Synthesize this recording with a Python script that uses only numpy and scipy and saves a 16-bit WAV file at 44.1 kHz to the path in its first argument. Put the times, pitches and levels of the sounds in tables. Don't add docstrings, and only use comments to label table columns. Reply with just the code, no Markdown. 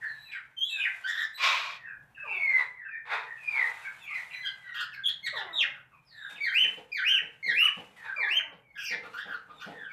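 import sys
import numpy as np
from scipy import signal
from scipy.fft import rfft, irfft, next_fast_len
from scipy.io import wavfile
from scipy.ndimage import uniform_filter1d

SR = 44100
rng = np.random.default_rng(int(sys.argv[2]) if len(sys.argv) > 2 else 0)


def master_out(mix):
    frames = np.transpose(np.atleast_2d(mix))
    ceiling = np.clip(frames, -1, 1)
    pcm = np.round(ceiling * 32767).astype(np.int16)
    wavfile.write(sys.argv[1], SR, pcm)


N = 437472
T = np.arange(N) / SR
TOP_HZ = 14300


def undb(db):
    return 10 ** (np.asarray(db) / 20)


def unit(x):
    return x / np.sqrt(np.mean(x ** 2))


def at_hz(points, hz):
    f, value = np.transpose(points)
    return np.interp(np.log(np.maximum(hz, 1)), np.log(f), value)


def noise(colour, size):
    padded = next_fast_len(size)
    hz = np.fft.rfftfreq(padded, 1 / SR)
    white = rfft(rng.standard_normal(padded))
    return unit(irfft(white * undb(at_hz(colour, hz)), padded)[:size])


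def wander(t, rate):
    place = (t - t[0]) * rate
    steps = rng.standard_normal(int(place[-1]) + 2)
    return np.interp(place, np.arange(len(steps)), steps)


def add(out, start, x):
    i = max(int(start * SR), 0)
    out[i:i + len(x)] += x[:max(N - i, 0)]


def gesture(points, edge_s=0.0045):
    times, *columns = np.transpose(points)
    times = np.sort(times)
    t = np.arange(times[0] - edge_s, times[-1] + edge_s, 1 / SR)
    from_edge = np.minimum(t - t[0], t[-1] - t)
    gate = np.sin(np.pi / 2 * np.clip(from_edge / edge_s, 0, 1)) ** 2
    curves = [uniform_filter1d(np.interp(t, times, c), size=400, mode="nearest") for c in columns]
    return t, gate, *curves


# (frequency [Hz], level [dB])
HUM_COLOUR = [(20, -12.5), (55, -1.5), (90, -4), (130, 7.5), (220, -6), (380, -11.5), (900, -8),
              (2000, -21.5), (4000, -35), (14000, -31)]
# (time [s], level change [dB])
HUM_SWELL = [(0, 4.5), (.6, -0.5), (1.4, -3.5), (2, 6), (3, -1.5), (4.2, 2), (4.8, 2), (5.5, 6),
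             (6.2, -0.5), (7, 0.5), (8.6, 1.5), (9.92, -0.5)]
def outdoor_hum(level_db=-70.5):
    swell_db = np.interp(T, *np.transpose(HUM_SWELL))
    return noise(HUM_COLOUR, N) * undb(level_db + swell_db + 1.5 * wander(T, 25))


# (frequency [Hz], level [dB])
RUSTLE_COLOUR = [(100, -29), (350, -14.5), (850, 3.5), (2500, 4), (5000, -12), (8000, -11.5),
                 (11000, -15.5), (14500, -21)]
# (loudest moment [s], level [dB], swell [s], fade [s])
RUSTLES = [(.03, -59.5, 0.15, 0.86), (.85, -54, 0.31, .95), (2.6, -54.5, 0.66, 0.2), (3.63, -50, 0.52, 1),
           (4.15, -52.5, 0.23, 0.98), (5.3, -70, .6, 1), (6.3, -49, 0.019, 0.15), (6.7, -53, 0.75, 0.29),
           (7.8, -58, 0.97, 0.51), (7.97, -57, .04, .5), (9.1, -62, 0.41, 0.64), (9.7, -60.5, 0.43, 0.43)]
def rustles(depth_db=26.5, grain_db=2.5):
    strokes = [db - depth_db * np.maximum((peak - T) / swell, (T - peak) / fade)
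               for peak, db, swell, fade in RUSTLES]
    return noise(RUSTLE_COLOUR, N) * undb(np.max(strokes, axis=0) + grain_db * wander(T, 150))


# (frequency [Hz], level [dB])
BUMP_COLOUR = [(60, -25.5), (140, -6.5), (190, 7), (235, -8.5), (290, 1), (370, -16), (450, 7), (600, -5.5),
               (850, -1.5), (1300, -22), (3000, -13.5), (12000, -61)]
# (time [s], level [dB], length [s])
BUMPS = [(6.301, -61.5, 0.069), (6.472, -76, 0.059), (6.621, -52.5, 0.063), (6.769, -46.5, 0.029),
         (7.02, -63, 0.034), (7.207, -55, 0.047), (7.455, -50.5, 0.064), (7.766, -46.5, 0.041),
         (8.52, -55.5, 0.036), (8.902, -47.5, 0.069), (9.02, -50, 0.053), (9.248, -50, 0.05),
         (9.471, -60.5, 0.1), (9.656, -44, 0.057)]
def bumps():
    out, t = np.zeros(N), T[:SR // 4]
    for start, db, length in BUMPS:
        push = 2 * t / length * np.exp(1 - 2 * t / length)
        add(out, start, noise(BUMP_COLOUR, len(t)) * push * undb(db))
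    return out


# (frequency [Hz], level [dB])
SHRILL = [(150, -67), (250, -42), (357, -58), (409, -31.5), (615, -19.5), (821, -21), (1110, -2),
          (1410, -13), (2130, -9.5), (2390, -2), (3090, -13), (3480, -11), (6420, -28.5), (10300, -46.5),
          (14500, -44)]
THROATY = [(150, -74), (250, -47), (477, -7.5), (519, -17.5), (767, -9.5), (879, 0.5), (1110, -2.5),
           (1650, -0.5), (2480, -3), (2990, -20), (3660, -12.5), (5600, -34), (14500, -51.5)]
# (colour, time [s], swell [s], fade [s], peak level [dB])
SCREECHES = [ (SHRILL, 1.377, .062, 0.33, -21), (THROATY, 2.56, 0.038, 0.072, -32),
             (THROATY, 3.055, 0.076, 0.15, -27), (THROATY, 3.47, .11, 0.36, -37.5),
             (THROATY, 8.005, 0.053, 0.12, -42.5)]
def screeches(depth_db=24.5, rattle_db=1.5, rattle_hz=260):
    out = np.zeros(N)
    for colour, start, swell, fade, peak_db in SCREECHES:
        low_db = peak_db - depth_db
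        t, gate, db = gesture([(start, low_db), (start + swell, peak_db), (start + swell + fade, low_db)])
        roar = noise(colour, len(t))
        rattle = unit(undb(rattle_db * wander(t, rattle_hz)))
        add(out, t[0], roar * gate * undb(db) * rattle)
    return out


def voice(course, throat, overtones_db, rough, slope_db,
          breakup=0, slack=0, waver=0.0056, flutter_hz=700, slack_hz=2100, harmonics=10):
    t, gate, hz, db = gesture(course)
    octaves_per_s = np.abs(np.gradient(np.log2(hz))) * SR
    looseness = np.clip(2 * np.log2(slack_hz / hz), 0, 1)
    rough = np.clip(rough + breakup * octaves_per_s + slack * looseness, 0, 1)
    shaky_hz = hz * (1 + 0.1199 * rough * wander(t, flutter_hz) + waver * wander(t, 130.7))
    phase = 2 * np.pi * np.cumsum(shaky_hz) / SR
    k = np.arange(1, harmonics + 1)[:, None]
    gains = undb(at_hz(throat, k * hz) + slope_db * np.log2(k) + overtones_db * (k > 1))
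    gains *= k * hz < TOP_HZ
    gains[1:] *= undb(5.9 * np.array([wander(t, 59.9) for _ in gains[1:]]))
    tone = np.sum(gains * np.sin(k * phase), axis=0) / np.sqrt(np.sum(gains ** 2, axis=0) / 2)
    breath = undb(-39) * rough * noise([(300, -27)] + list(throat), len(t))
    shimmer = unit(undb(1.5 * rough * wander(t, flutter_hz)))
    return t[0], (tone + breath) * gate * undb(db) * shimmer


def note(start, length, first_hz, last_hz, db, peak, bend, rise_db, fade_db, roundness, bow=0):
    progress = np.linspace(0, 1, 24)
    peak = np.clip(peak, 0.05, 0.95)
    slide_hz = first_hz + (last_hz - first_hz) * progress ** bend
    hz = slide_hz * (1 + bow * np.sin(np.pi * progress))
    from_peak = np.interp(progress, [0, peak, 1], [1, 0, 1])
    below_db = np.where(progress < peak, rise_db, fade_db) * from_peak ** roundness
    return np.c_[start + length * progress, hz, db - below_db]


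# (frequency [Hz], boost [dB])
MOAN_THROAT = [(330, -7), (600, 3.5), (1000, 11), (1600, 1), (2500, -4.5), (5000, -62)]
# (time [s], level [dB])
MOANS = [(2.237, -46.5), (5.33, -42.5), (8.172, -44.5)]
def moans(length_s=0.37, first_hz=628.5, fade_db_per_s=49.5):
    out, t = np.zeros(N), np.linspace(0, length_s, 24)
    hz = first_hz / (1 + t / 0.02) ** 0.283
    for start, db in MOANS:
        course = np.c_[start + t, hz, db - fade_db_per_s * t]
        add(out, *voice(course, MOAN_THROAT, overtones_db=0, rough=0.33, slope_db=-3, waver=0.022))
    return out


# (frequency [Hz], boost [dB])
NARROW_THROAT = [(1000, 9.5), (1600, 16.5), (3000, 4.5), (4200, -4.5), (5300, -19), (7000, -25),
                 (9500, -29), (12000, -23), (14500, -23)]
# (time [s], length [s], first pitch [Hz], last pitch [Hz], level [dB],
# loudest point [share of length], overtone boost [dB])
WHISTLES = [ (0.011, 0.099, 1840, 1728, -31.5, 0.17, -32), (0.044, 0.095, 4480, 3920, -52.5, 0.59, -3),
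            (0.108, 0.25, 4010, 3910, -52.5, 0.55, 8.5), (0.247, 0.064, 2750, 2377, -48, 1, -30),
            (0.288, 0.083, 1905, 1514, -40, 0.97, 4), (0.697, .14, 2666, 2480, -28, .9, -17),
            (.71, 0.11, 1825, 1536, -41, 0.73, 1), (1.329, 0.063, 4000, 3960, -42, 0.44, 12.5),
            (1.763, 0.18, 2000, 1556, -40.5, 0.64, -24), (1.851, 0.086, 2645, 2380, -53.5, .4, -3.5),
            (2.15, 0.21, 2641, 2445, -34, 0.9, -12.5), (2.162, 0.077, 1730, 1595, -43, 0.2, -31),
            (2.269, 0.36, 2429, 1955, -24.5, 0.75, -8), (2.258, 0.24, 2777, 2363, -37.5, .22, -14),
            (2.286, 0.11, 3900, 3360, -56, 0.76, 12), (2.466, .1, 1854, 1554, -42.5, 0.37, -12),
            (2.524, 0.09, 2175, 1730, -45.5, 0.77, -6), (2.734, 0.16, 2200, 1528, -40, 0.67, -19),
            (2.85, 0.099, 2670, 2290, -41.5, 0.98, -14), (2.904, 0.094, 1760, 1807, -34.5, 0.3, -25),
            (3.257, 0.12, 1921, 1783, -40.5, 0.24, -17), (3.377, 0.19, 2546, 2315, -33.5, 0.92, -9),
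            (3.497, 0.14, 2520, 1900, -24, 0.89, -12.5), (3.637, 0.07, 2050, 1994, -33, 0.33, -3),
            (3.818, 0.058, 2670, 2122, -37.5, 1, -3), (3.827, 0.075, 1736, 1560, -39.5, 0.5, -14),
            (3.965, 0.088, 4020, 3330, -53.5, 1, 20), (4.013, 0.11, 2702, 2054, -37, 0.87, -10),
            (4.073, 0.055, 1235, 1203, -48, .8, -14), (4.132, 0.051, 2080, 2005, -33.5, 0.41, 5.5),
            (4.598, 0.29, 2040, 1724, -41, 0.45, 3.5), (4.62, 0.083, 1613, 1483, -46.5, 1, 4),
            (4.882, 0.13, 1854, 1550, -42, 1, -10.5), (5.456, 0.078, 2047, 1854, -45, 0.31, -19),
            (5.71, 0.091, 1653, 1440, -50, 0.54, -2.5), (5.908, 0.053, 1270, 1036, -59, .25, -11),
            (5.923, 0.053, 2663, 2400, -56.5, .5, -7), (6.051, 0.1, 5500, 3800, -55.5, 0.75, -7),
            (6.108, 0.35, 3830, 3560, -50, 0.24, 5), (6.349, .045, 3400, 1890, -43, 0.47, -6),
            (6.116, 0.16, 1880, 1575, -38.5, 0.9, -18), (7.069, 0.12, 1736, 1510, -37.5, 0.46, -13.5),
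            (7.608, 0.086, 1292, 1144, -36, 0.18, 6), (7.964, .19, 1960, 1470, -37.5, .65, -21),
            (8.598, 0.18, 2360, 2090, -58.5, 0.87, -6), (9.524, 0.096, 3810, 3500, -52.5, 1, 8),
            (9.699, 0.24, 1920, 1487, -41.5, 0.47, -2.5), (9.883, 0.036, 2580, 2184, -46, 0.73, -4)]
def whistles():
    out = np.zeros(N)
    for *call, overtones_db in WHISTLES:
        course = note(*call, bend=0.92, rise_db=19, fade_db=9.5, roundness=1.24)
        add(out, *voice(course, NARROW_THROAT, overtones_db, rough=0.14, slope_db=-6.5,
                        breakup=0.02, slack=0.33, waver=0.012, harmonics=7))
    return out


# (frequency [Hz], boost [dB])
OPEN_THROAT = [(1000, 0), (1600, 9), (2900, 0), (3700, -4.5), (5100, -14), (6200, -27.5), (7500, -22.5),
               (10000, -41), (12000, -24.5), (14500, -27)]
# (time [s], length [s], first pitch [Hz], last pitch [Hz], level [dB],
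# loudest point [share of length], overtone boost [dB], roughness [0 smooth, 1 or more hoarse])
RASPS = [ (0.317, 0.087, 2405, 1498, -35.5, 0.067, -15, 0.82),
         (0.863, 0.047, 1508, 1500, -32, 0.12, -27, 0), (1.067, 0.1, 1725, 1603, -28.5, 0.19, 2, 0.75),
         (1.151, 0.1002, 1666, 1700, -27.5, 0.72, 3.5, 0.61), (4.07, .13, 2610, 1924, -35.5, 1, -16, 0.62),
         (4.305, .085, 2570, 1900, -37.5, .5, -31.5, .87), (4.745, 0.098, 1500, 1383, -30.5, 0.67, 6, 0.75),
         (4.932, 0.021, 2780, 1880, -38.5, 0.86, 1.5, 0.67), (5.084, .03, 1656, 1643, -31, 0.19, 15, 0.98),
         (8.757, 0.077, 1595, 1488, -37.5, 0.52, -4, 0.4), (8.778, .125, 2625, 2460, -34.5, 0.85, 7, .9),
         (9.028, 0.056, 1300, 1207, -44.5, 0.53, -5, 1.2), (9.135, 0.11, 1297, 1674, -35, 0.49, 0.5, 0.81),
         (9.269, 0.096, 1620, 1291, -35, 0.63, -5, 0.67),
         (9.483, 0.038, 1190, 1180, -47.5, 0.8, -13.5, 1.1), (9.6, 0.078, 1253, 1449, -40, 0.32, 4, 0.79)]
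def rasps():
    out = np.zeros(N)
    for *call, overtones_db, rough in RASPS:
        course = note(*call, bend=0.87, bow=0.07, rise_db=9.5, fade_db=14, roundness=0.96)
        add(out, *voice(course, OPEN_THROAT, overtones_db, rough, slope_db=-1.5, flutter_hz=821.3))
    return out


# (time [s], length [s], first pitch [Hz], last pitch [Hz], level [dB],
# loudest point [share of length], overtone boost [dB], roughness [0-1])
CHIRPS = [ (.569, 0.056, 3110, 3234, -30.5, 0.34, 2, 0), (0.604, 0.059, 3233, 3460, -25, 0.35, 4.5, 0.08),
          (0.649, 0.18, 3816, 3430, -37, 0.25, 13, 0.26),
          (0.794, 0.079, 3010, 1475, -22.5, 0.79, -5.5, 0.33),
          (1.04, 0.023, 1495, 1650, -26, 0.33, 5, 0.11), (3.477, 0.013, 2424, 2340, -22, 0.21, -22, 0.08),
          (4.324, 0.17, 2014, 2030, -36, 0.076, 14.5, 0.1),
          (4.432, 0.061, 1637, 1546, -28.5, 0.47, 20.5, 0.14),
          (5.039, 0.048, 3362, 3312, -19, 0.52, 1, 0.18), (5.231, 0.042, 2128, 2230, -28, 0.5, 15.5, 0.04),
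          (5.258, 0.02, 2066, 1546, -24.5, .15, 19, 0.37),
          (5.33, 0.087, 1913, 1483, -30.5, 0.48, 19.5, 0.54),
          (5.532, .112, 3810, 1474, -20.5, 0.7, 0, 0.22), (8.886, 0.056, 2283, 1600, -26, 0.43, 13.5, 0.6)]
def chirps():
    out = np.zeros(N)
    for *call, overtones_db, rough in CHIRPS:
        course = note(*call, bend=2.7, rise_db=17.5, fade_db=10, roundness=0.83)
        add(out, *voice(course, NARROW_THROAT, overtones_db, rough, slope_db=-7.5,
                        breakup=0.011, slack=0.1, waver=0.01))
    return out


def lead_and_arch(start, drop_s, lead_s, climb_s, arch_s, lead_hz, dip_hz, top_hz, lead_db, arch_db,
                  dip_db=-32.5, sag_hz_per_s=1300, fade_db_per_s=24.5):
    t = np.linspace(0, lead_s, 24, endpoint=False)
    held = 1 / (1 + np.exp((t - drop_s) / 0.0087))
    swell_db = 9 * np.minimum(t / 0.065 - 1, 0)
    hz = dip_hz + (lead_hz - sag_hz_per_s * t - dip_hz) * held
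    db = dip_db + (lead_db - dip_db) * held + swell_db
    lead = np.c_[start + t, hz, db]

    t = np.linspace(0, arch_s, 24)
    effort = 1 - np.abs(1 - t / climb_s) ** 2.05
    hz = dip_hz + (top_hz - dip_hz) * effort
    db = dip_db + (arch_db - dip_db) * effort ** 2 - fade_db_per_s * (t - climb_s)
    arch = np.c_[start + lead_s + t, hz, db]
    voice_break = (start + lead_s + arch_s + 0.015, 1620, -34.5)
    return lead, np.vstack([arch, voice_break])


# (time [s], drop after [s], lead length [s], climb time [s], arch length [s],
# lead pitch [Hz], dip pitch [Hz], top pitch [Hz], lead level [dB], arch level [dB],
# lead's overtone boost [dB], roughness [0-1])
CONTACT_CALLS = [ (6.408, 0.055, 0.11, 0.096, 0.12, 2320, 1553, 3061, -21.5, -17.5, 7.5, 0.03),
                 (6.921, 0.055, 0.1, 0.099, 0.16, 2378, 1468, 3062, -26, -20, 10.5, 0.09),
                 (7.431, .068, 0.094, .125, 0.14, 2146, 1592, 2969, -22.5, -19.5, 8, 0.05),
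                 (8.165, 0.065, 0.11, .097, 0.11, 2372, 1643, 3121, -23.5, -24.5, 0.5, 0.01)]
def contact_calls():
    out = np.zeros(N)
    for *call, overtones_db, rough in CONTACT_CALLS:
        lead, arch = lead_and_arch(*call)
        add(out, *voice(lead, NARROW_THROAT, overtones_db, rough, slope_db=-7.5,
                        breakup=0.018, slack=0.055, waver=0.02))
        add(out, *voice(arch, NARROW_THROAT, overtones_db=-4.5, rough=rough, slope_db=-2.5,
                        breakup=0.01, slack=0.12, waver=0.015))
    return out


# (delay [s], level before echo_db is added [dB])
ECHOES = [(.0043, -27.5), (0.0098, -10.5), (0.0175, -15.5)]
# (frequency [Hz], time to fade by 60 dB [s])
RING_TIMES = [(150, 0.62), (600, 0.54), (1500, 0.42), (3000, 0.3), (6000, 0.29), (13000, 0.093)]
def aviary(x, echo_db, ring_db):
    t, ring = T[:SR], np.zeros(SR)
    hz, white = np.fft.rfftfreq(SR, 1 / SR), rfft(rng.standard_normal(SR))
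    centres, fade_times = np.transpose(RING_TIMES)
    for share, fade_s in zip(np.eye(len(centres)), fade_times):
        band = irfft(white * at_hz(np.c_[centres, share], hz))
        ring += band * undb(-60 * t / fade_s)
    ring *= (1 - np.exp(-t / 0.001)) * (1 + 0.48 * np.exp(-t / 0.032))
    response = undb(ring_db) * ring / np.sqrt(np.sum(ring ** 2))
    response[0] += 1
    for delay, db in ECHOES:
        response[int(delay * SR)] += undb(db + echo_db)
    return signal.fftconvolve(x, response / np.sqrt(np.sum(response ** 2)))[:N]


def scene():
    near = aviary(contact_calls() + chirps() + rasps(), echo_db=6, ring_db=1)
    far = aviary(whistles() + moans(), echo_db=-3.5, ring_db=3)
    noises = aviary(screeches() + bumps() + rustles(), echo_db=1, ring_db=-5.5)
    return (near + far + noises + outdoor_hum())[None]


def record(dry):
    return signal.sosfilt(signal.ellip(10, 0.2, 70, TOP_HZ, fs=SR, output="sos"), dry)


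dry = scene()
out = record(dry)
master_out(out)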